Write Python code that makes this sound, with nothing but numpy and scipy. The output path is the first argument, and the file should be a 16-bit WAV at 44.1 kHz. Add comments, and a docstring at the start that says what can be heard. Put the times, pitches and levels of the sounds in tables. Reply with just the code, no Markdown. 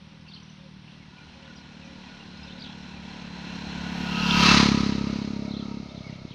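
"""A motorcycle passes on a country road

A single-cylinder motorcycle rolls up, passes close by and draws away, easing off with one pop at the end.
Each firing sends a puff of gas that rings the exhaust pipes. Engine clatter and tyre roar change colour
as first the front, then the side, then the rear faces us. Behind it are leaves, insects and a breeze;
small birds in the hedges and a far dove sing in gliding pure tones."""
import sys
import numpy as np
from scipy import signal
from scipy.fft import rfft, irfft, next_fast_len
from scipy.io import wavfile

SR = 44100
rng = np.random.default_rng(int(sys.argv[2]) if len(sys.argv) > 2 else 0)


def pcm_store(signal):
    """Save signal as 16-bit PCM."""
    levels = np.round(np.clip(np.atleast_2d(signal), -1, 1) * 32767)
    wavfile.write(sys.argv[1], SR, levels.astype(np.int16).T)


N = 279770
SPEED_M_S, SOUND_M_S = 7.4, 343
PASS_S, NEAREST_M = 4.4797, 1.135   # when and how close the motorcycle passes
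EASE_OFF_S, EASING_S = 5.82, .35   # when the throttle starts to close, and how long it takes


def from_db(db):
    """Turn decibels into a number to multiply by."""
    return 10 ** (np.asarray(db) / 20)


def rms_one(x):
    """Scale a sound so that its average strength (rms) is 1."""
    return x / np.sqrt(np.mean(x ** 2) + 1e-20)


def drift(per_s):
    """A wandering value: random points of spread 1, joined by straight lines."""
    points = rng.standard_normal(1000)
    return np.interp(np.arange(N) / SR * np.clip(per_s, .1, 150), np.arange(1000), points)


def resonate(x, hz, width_hz):
    """Make a sound ring at one pitch; a smaller width rings longer."""
    r = np.exp(-np.pi * width_hz / SR)
    feedback = [1, -2 * r * np.cos(2 * np.pi * hz / SR), r * r]
    return signal.lfilter([(1 - r * r) / 2, 0, (r * r - 1) / 2], feedback, x)


def coloured(spectrum):
    """Noise of strength 1, shaped by (f/Hz, level/dB) points and silent below the first."""
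    size = next_fast_len(N)
    hz, db = np.transpose(spectrum)
    bin_hz = np.arange(size // 2 + 1) * SR / size
    gain = from_db(np.interp(np.log(bin_hz + 1), np.log(hz), db, left=-150))
    return rms_one(irfft(rfft(rng.standard_normal(size)) * gain, size)[:N])


def passage(behind_m=0):
    """Time, distance and viewing angle (degrees, 0 = head on) of a point on the moving motorcycle."""
    t = np.arange(N) / SR
    ahead_m = SPEED_M_S * (PASS_S - t) + behind_m
    return t, np.hypot(ahead_m, NEAREST_M), np.degrees(np.arctan2(NEAREST_M, ahead_m))


def beam(aim_deg, width_deg, db, far_db, coasting_db, behind_m=0):
    """Gain of a part that beams its sound like a torch: strongest when near and aimed at us."""
    t, metres, angle = passage(behind_m)
    far = np.clip((metres - 24.4) / 3.7 + .5, 0, 1)   # beyond about 24 m the sound is duller
    coasting = np.sqrt(np.clip((t - EASE_OFF_S) / EASING_S, 0, 1))   # sudden at first
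    off_aim = np.abs((angle - aim_deg) / width_deg)
    beam_db = np.maximum(-6 * off_aim ** 3.24, -29.5)   # a little leaks round the back
    return from_db(db + beam_db + far_db * far + coasting_db * coasting) / metres


# The hiss of the fields: f/Hz, relative level/dB
FIELD_SPECTRUM = [(180, -39), (300, -29), (446, -16), (543, -3), (651, -11), (967, -2.5), (1720, -8),
                  (3120, -3.5), (4330, -8), (5920, -12), (6990, -54.5), (8950, -24), (15400, -144)]
def fields():
    """Leaves and insects make a soft hiss that wavers a little."""
    return from_db(-57.5 + 1.5 * drift(5.5)) * coloured(FIELD_SPECTRUM)


# The rumble of moving air: f/Hz, relative level/dB
WIND_SPECTRUM = [(8, -17.5), (27, 18), (42, -6), (60, -17), (90, -60)]
def wind(breeze_db=-79.5, draught_db=-46):
    """A faint breeze, plus the air the motorcycle pushes, which swells as it comes near."""
    metres = passage()[1]
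    return (from_db(breeze_db) + from_db(draught_db) / metres) * coloured(WIND_SPECTRUM)


def sing(notes):
    """Each bird note is a pure tone gliding through three pitches; the hedges add two echoes."""
    song = np.zeros(N + SR)
    for s, length, start_hz, middle_hz, end_hz, db in notes:
        u = np.linspace(-1, 1, int(length * SR))   # from the note's start to its end
        hz = middle_hz + (end_hz - start_hz) / 2 * u + ((start_hz + end_hz) / 2 - middle_hz) * u ** 2
        fade = np.sqrt(2 - 2 * u ** 4)
        song[round(s * SR):][:len(u)] += from_db(db) * fade * np.sin(2 * np.pi * np.cumsum(hz) / SR)
    song[:N] *= from_db(4 * drift(140))   # leaves in the way make the notes scratchy
    echoes = 0.36 * np.roll(song, round(.017 * SR)) + 0.33 * np.roll(song, round(.037 * SR))
    return (song + echoes)[:N]


def far_chatter(count=120, db=-65):
    """Far birds, too many to tell apart: tiny chirps at random times and pitches."""
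    notes = []
    for when, length, pitch, bend, fall, loud in rng.random((count, 6)):
        hz = 2200 * 2.1 ** pitch
        glide = hz, hz * (1 + 0.28 * bend), hz * (0.85 + 0.17 * fall)
        notes.append((when * N / SR, 0.0066 + 0.019 * length, *glide, db + 8 * (loud - .5)))
    return sing(notes)


# The dove's coos: t/s, length/s, level/dB
COOS = [(0, 0.25, -69.5), (.57, 0.13, -64), (1.35, 0.17, -60.5), (1.72, 0.33, -64.5), (2.449, .17, -61)]
def dove(glide_hz=(546, 543, 515)):
    """A far dove sings low notes that sag at the end."""
    return sing((s, length, *glide_hz, db) for s, length, db in COOS)


# Whistled notes: t/s, length/s, start f/Hz, middle f/Hz, end f/Hz, level/dB
WHISTLES = [(1.006, 0.033, 2230, 2200, 2060, -59), (1.3, 0.056, 2570, 2540, 2450, -62),
            (1.81, 0.078, 2780, 2460, 2380, -56.5), (2.071, .02, 2550, 2445, 2450, -54.5),
            (2.195, .02, 2830, 2840, 2700, -53), (2.37, 0.05, 2780, 2500, 2400, -60),
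            (2.929, 0.072, 2740, 2450, 2340, -53), (6.034, 0.037, 2090, 2230, 1930, -52.5),
            (6.062, 0.044, 2050, 2150, 1790, -53.5), (6.115, 0.054, 2040, 2340, 1920, -57.5)]
def whistling_birds():
    """Small birds whistle short notes, each one smooth glide."""
    return sing(WHISTLES)


# Warbled phrases: t/s, length/s, first f/Hz, last f/Hz, swing/share of the pitch, level/dB
WARBLES = [(0.265, .017, 2650, 2660, .06, -55.5), (.282, 0.037, 4600, 2730, 0.082, -51),
           (0.334, 0.04, 4300, 2210, 0.124, -50), (0.426, 0.012, 5700, 5700, 0.032, -64),
           (0.497, .015, 5670, 5720, 0.048, -64), (0.838, .07, 2470, 2660, 0.13, -59),
           (1.555, .02, 5100, 5100, .07, -57), (1.843, .02, 5620, 5700, 0.043, -62),
           (2.43, .02, 5300, 5300, 0.074, -58), (2.465, 0.058, 2980, 3900, 0.091, -53),
           (2.578, 0.11, 3700, 3300, 0.19, -49), (2.696, .035, 3290, 3390, 0.053, -50.5),
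           (2.87, .018, 3510, 3470, 0.046, -52.5), (5.494, .145, 3700, 3680, 0.092, -48.5),
           (5.893, .025, 3580, 3600, .04, -53), (5.956, 0.033, 3620, 3500, 0.091, -52),
           (6.072, 0.052, 4780, 5400, .09, -62), (6.095, .055, 3530, 3280, 0.11, -57.5),
           (6.287, .05, 3220, 2960, 0.14, -53)]
def warbling_birds(step_s=.0135):
    """Each phrase is a ragged run of quick notes; most arch up in pitch, some dip."""
    notes = []
    for s, length, first_hz, last_hz, swing, db in WARBLES:
        draws = rng.uniform(-1, 1, (16, 5))[:int(np.ceil(length / step_s))]
        for k, (pitch, lean, arch, stretch, loud) in enumerate(draws):
            hz = first_hz + (last_hz - first_hz) * k * step_s / length
            hz *= 1 + 0.96 * swing * pitch
            tilt, bend = 0.82 * swing * lean, swing * np.sign(arch + .4)
            glide = hz * (1 - bend - tilt), hz * (1 + bend), hz * (1 - bend + tilt)
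            notes.append((s + k * step_s, (1.13 + .4 * stretch) * step_s, *glide, db + loud))
    return sing(notes)


# Dry ticks: t/s, level before filtering/dB
DRY_TICKS = [(2.784, -54), (5.544, -56)]
def ticks():
    """Each tick is a tiny burst of bright noise."""
    out, t = np.zeros(N), np.arange(round(.03 * SR)) / SR
    for s, db in DRY_TICKS:
        out[round(s * SR):][:len(t)] += from_db(db) * np.exp(-t / 0.00067) * rng.standard_normal(len(t))
    return resonate(out, hz=5500, width_hz=4000)


# Pings from the engine: t/s, f/Hz, time to fade by 60 dB/s, peak level/dB
METAL_PINGS = [(3.45, 4300, .04, -42), (3.712, 4150, .04, -36), (4.3096, 3500, .014, -10),
               (4.578, 4050, .04, -16)]
def pings():
    """Engine metal rings with a pure tone that starts fast and dies away."""
    out, t = np.zeros(N), np.arange(round(.03 * SR)) / SR
    for s, hz, fade_s, db in METAL_PINGS:
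        level = from_db(db - 60 * t / fade_s) * np.minimum(t / .0004, 1)
        out[round(s * SR):][:len(t)] += level * np.sin(2 * np.pi * hz * t)
    return out


def backfire(at_s=6.2495, db=-24):
    """One sharp exhaust pop: a short dip in air pressure between two crests."""
    u = (np.arange(N) / SR - at_s - .003) / .0011
    return from_db(db) * (u ** 2 - 1) * np.exp(-u ** 2 / 2)


# Engine speed: t/s at the motorcycle, firing rate f/Hz
FIRING_RATE = [(-0.2, 39.22), (0.5, 37.67), (1.0, 36.87), (1.25, 37.46), (1.75, 36.42), (2.4, 35.65),
               (2.8, 35.69), (3.4, 34.78), (4.2, 34.74), (4.55, 35.28), (4.9, 34.46), (5.4, 35.09),
               (5.75, 35.04), (6.1, 33.79), (6.5, 32.69)]
def firing_cycles():
    """Count engine cycles as they reach us; the travel time shrinks, then grows, so the pitch drops."""
    t, metres, _ = passage()
    sent_s = t - metres / SOUND_M_S
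    firing_hz = np.interp(sent_s, *np.transpose(FIRING_RATE))
    return .24 + np.cumsum(firing_hz * np.gradient(sent_s))   # starts partway through a cycle


def valve(cycles, hz=4170, fade_s=0.017):
    """A valve taps shut twice a cycle with uneven force, so now and then it rings out."""
    taps = np.diff(np.floor(2 * cycles + 0.37), prepend=0) * from_db(5 * drift(70))
    r = from_db(-60 / (fade_s * SR))
    ring = signal.lfilter([.7], [1, -2 * r * np.cos(2 * np.pi * hz / SR), r * r], taps + 1e-18)
    return resonate(resonate(ring, hz, width_hz=700), hz, width_hz=900)


def clatter(cycles, spectrum, rings, ring_db, throb):
    """Roar plus ringing metal; each ring flickers on its own and all swell with each firing."""
    roar = coloured(spectrum)
    shaking = signal.sosfilt(signal.butter(4, 6800, fs=SR, output="sos"), rng.standard_normal(N))
    for hz, width_hz, db in rings:
        ring = rms_one(resonate(resonate(shaking, hz, width_hz), hz, 1.33 * width_hz))
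        roar += from_db(db + ring_db + 3.1 * drift(14)) * ring
    swell = 1 + throb * np.cos(2 * np.pi * (cycles - .2))
    return rms_one(roar) * from_db(1.14 * drift(9.7)) * swell


# Engine and tyre roar from four sides (fore and aft are the flanks), and hiss: f/Hz, relative level/dB
FRONT_ROAR = [(240, 10), (400, -10.5), (1000, -0.5), (1180, -13), (1470, -4), (2110, -8.5), (2390, -5.5),
              (4210, -10), (4750, -18.5), (5540, -14.5), (15400, -68.5)]
FORE_ROAR = [(240, -49), (400, -2), (615, -10), (983, 5), (1150, -3.5), (1450, 7.5), (1890, -12), (2750, 7),
             (3430, -2.5), (5630, -5.5), (9000, -36), (11700, -77), (19800, -120)]
AFT_ROAR = [(240, -28.5), (400, -5.5), (615, -8.5), (874, -6), (983, -2), (1720, -6.5), (2580, -3),
            (3340, -7.5), (4120, -3), (6330, -13), (7600, -30), (9000, -33.5), (11700, -47), (19800, -120)]
REAR_ROAR = [(240, -22), (400, -3), (833, -8.5), (1260, -27), (1610, -35), (2180, -10), (3240, -45),
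             (3900, -9), (6450, -22), (7990, -53), (8900, -39.5), (10500, -58), (15400, -75.5)]
CLOSE_HISS = [(6000, -24), (8000, -5.5), (10900, -1), (13000, -6), (15500, -5), (17000, -42)]
# Ringing fins and covers on each side: f/Hz, width/Hz, relative level/dB
FRONT_METAL = [(890, 1600, -14), (1448, 62, -2), (1957, 24, -8), (2663, 240, -2), (4045, 180, -2.5),
               (5370, 300, -13), (6330, 120, -17.5)]
FORE_METAL = [(977.4, 45, -2.5), (1272, 9.9, 0), (2710, 110, 1), (3133, 48, -3.5), (3320, 33, -6.5),
              (4170, 23, -32), (4750, 59, -15)]
AFT_METAL = [(983, 35, -3), (1249, 120, -0.5), (1934, 120, -9.5), (2660, 42, -5.5), (3870, 320, -4.5),
             (4790, 36, -11)]
REAR_METAL = [(607, 167, 7.5), (933, 11.6, 2), (1267, 160, 3.5), (2180, 150, -1), (3790, 180, -10)]
# Beams of the four sides and the hiss: aim/degrees from head on, angle to fall by 6 dB/degrees,
# level at 1 m/dB, change far off/dB, change with the throttle closed/dB
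ENGINE_BEAMS = [(0, 35.6, -24.5, -4.5, 0), (51.3, 26.3, -20.5, 5, 0), (107.84, 46.2, -16.5, -7, 1),
                (181, 22, -29.5, 0, -1), (69.4, 46, -52, 5, 0)]
def engine(cycles):
    """Four sides clatter at us in turn, the valve is heard from all, and a hiss only close up."""
    front, fore, aft, rear, near = [beam(*side) for side in ENGINE_BEAMS]
    return (front * clatter(cycles, FRONT_ROAR, FRONT_METAL, ring_db=-11.5, throb=0.12)
            + fore * clatter(cycles, FORE_ROAR, FORE_METAL, ring_db=-7, throb=0.027)
            + aft * clatter(cycles, AFT_ROAR, AFT_METAL, ring_db=-9.5, throb=0.19)
            + rear * clatter(cycles, REAR_ROAR, REAR_METAL, ring_db=-8.5, throb=0.1)
            + near * from_db(1.5 * drift(12)) * coloured(CLOSE_HISS)
            + (front + fore + aft + rear) * from_db(-6.5) * valve(cycles))


def firings(cycles, jitter_cycles=0.0028):
    """One click per cycle, a little early or late; their strength turns ragged off the throttle."""
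    timing, strength = rng.standard_normal((int(cycles[-1]) + 1, 2)).T
    at = np.searchsorted(cycles, np.arange(len(timing)) + jitter_cycles * timing)
    uneven_db = np.where(at / SR < EASE_OFF_S, 0.5, 3.5)
    clicks = np.full(N + 1, 1e-18)
    clicks[at[1:]] = from_db(uneven_db * strength)[1:]
    return clicks[:N]


def pipe(puffs, first_hz, first_width, second_hz, second_width, delay_s):
    """One part of the exhaust: the puffs ring two resonances in a row."""
    ring = resonate(resonate(puffs, first_hz, first_width), second_hz, second_width)
    return np.roll(rms_one(ring), round(delay_s * SR))


# How each exhaust part rings: first f/Hz, width/Hz, second f/Hz, width/Hz, delay/s
HEADER_RING = (165, 25, 219, 51, -.0018)
TAILPIPE_RING = (200, 52, 232, 183, -.0001)
SILENCER_RING = (128, 125, 128, 125, -.0008)
BOOM_RING = (200, 48, 150, 49, 0)
# Higher rings of the pipes: f/Hz, width/Hz, level against the main ring/dB
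PIPE_OVERTONES = [(449, 110, -18), (654, 380, -31), (314, 54, -26.5)]
# Exhaust sound scattered by trees: f/Hz, relative level/dB
TREE_RUMBLE = [(40, -38), (60, -5.5), (100, -7.5), (200, -4), (330, -14.5), (500, -23), (800, -73.5)]
# Beams of the far boom, header (front pipe), tailpipe, silencer and hum: columns as in ENGINE_BEAMS
EXHAUST_BEAMS = [(0, 145, -45, 23, 1), (69, 72.5, -18, -14.5, -2), (180, 95, -16, -15, -21),
                 (183, 72, -24, 22, 1.5), (90, 188, -29.5, -2, -13)]
def exhaust(cycles):
    """Gas puffs ring the pipes: the header is heard from ahead, the tailpipe from behind."""
    boom, header, tail, silencer, hum = [beam(*part, behind_m=0.25) for part in EXHAUST_BEAMS]
    metres = passage()[1]
    clicks = firings(cycles)
    puffs = signal.sosfilt(signal.butter(2, 450, fs=SR, output="sos"), clicks)
    overtones = sum(from_db(db) * pipe(clicks, hz, width, hz, width, delay_s=0.0039)
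                    for hz, width, db in PIPE_OVERTONES)
    rumble = from_db(-38) / metres ** 0.58 * coloured(TREE_RUMBLE)   # fades slowly with distance
    waver_db = 2 * drift(25) + 0.21 * metres * drift(7)
    crank = from_db(waver_db) * np.sin(4 * np.pi * cycles + 4.9)   # the engine turns twice per firing
    return (tail * (pipe(puffs, *TAILPIPE_RING) + overtones)
            + silencer * pipe(puffs, *SILENCER_RING)
            - header * (pipe(puffs, *HEADER_RING) + 1.05 * overtones)
            + boom * pipe(puffs, *BOOM_RING)   # only the low ring carries far
            + hum * crank + rumble)


def scene():
    """The countryside and the motorcycle, added up at one microphone."""
    cycles = firing_cycles()
    motorcycle = exhaust(cycles) + engine(cycles) + pings() + backfire()
    birds = far_chatter() + dove() + whistling_birds() + warbling_birds()
    return (fields() + wind() + birds + ticks() + motorcycle)[None]


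def record(dry, cutoff_hz=15480):
    """Cut away the very highest treble."""
    return signal.sosfilt(signal.ellip(10, .5, 70, cutoff_hz, fs=SR, output="sos"), dry)


dry = scene()
out = record(dry)
pcm_store(out)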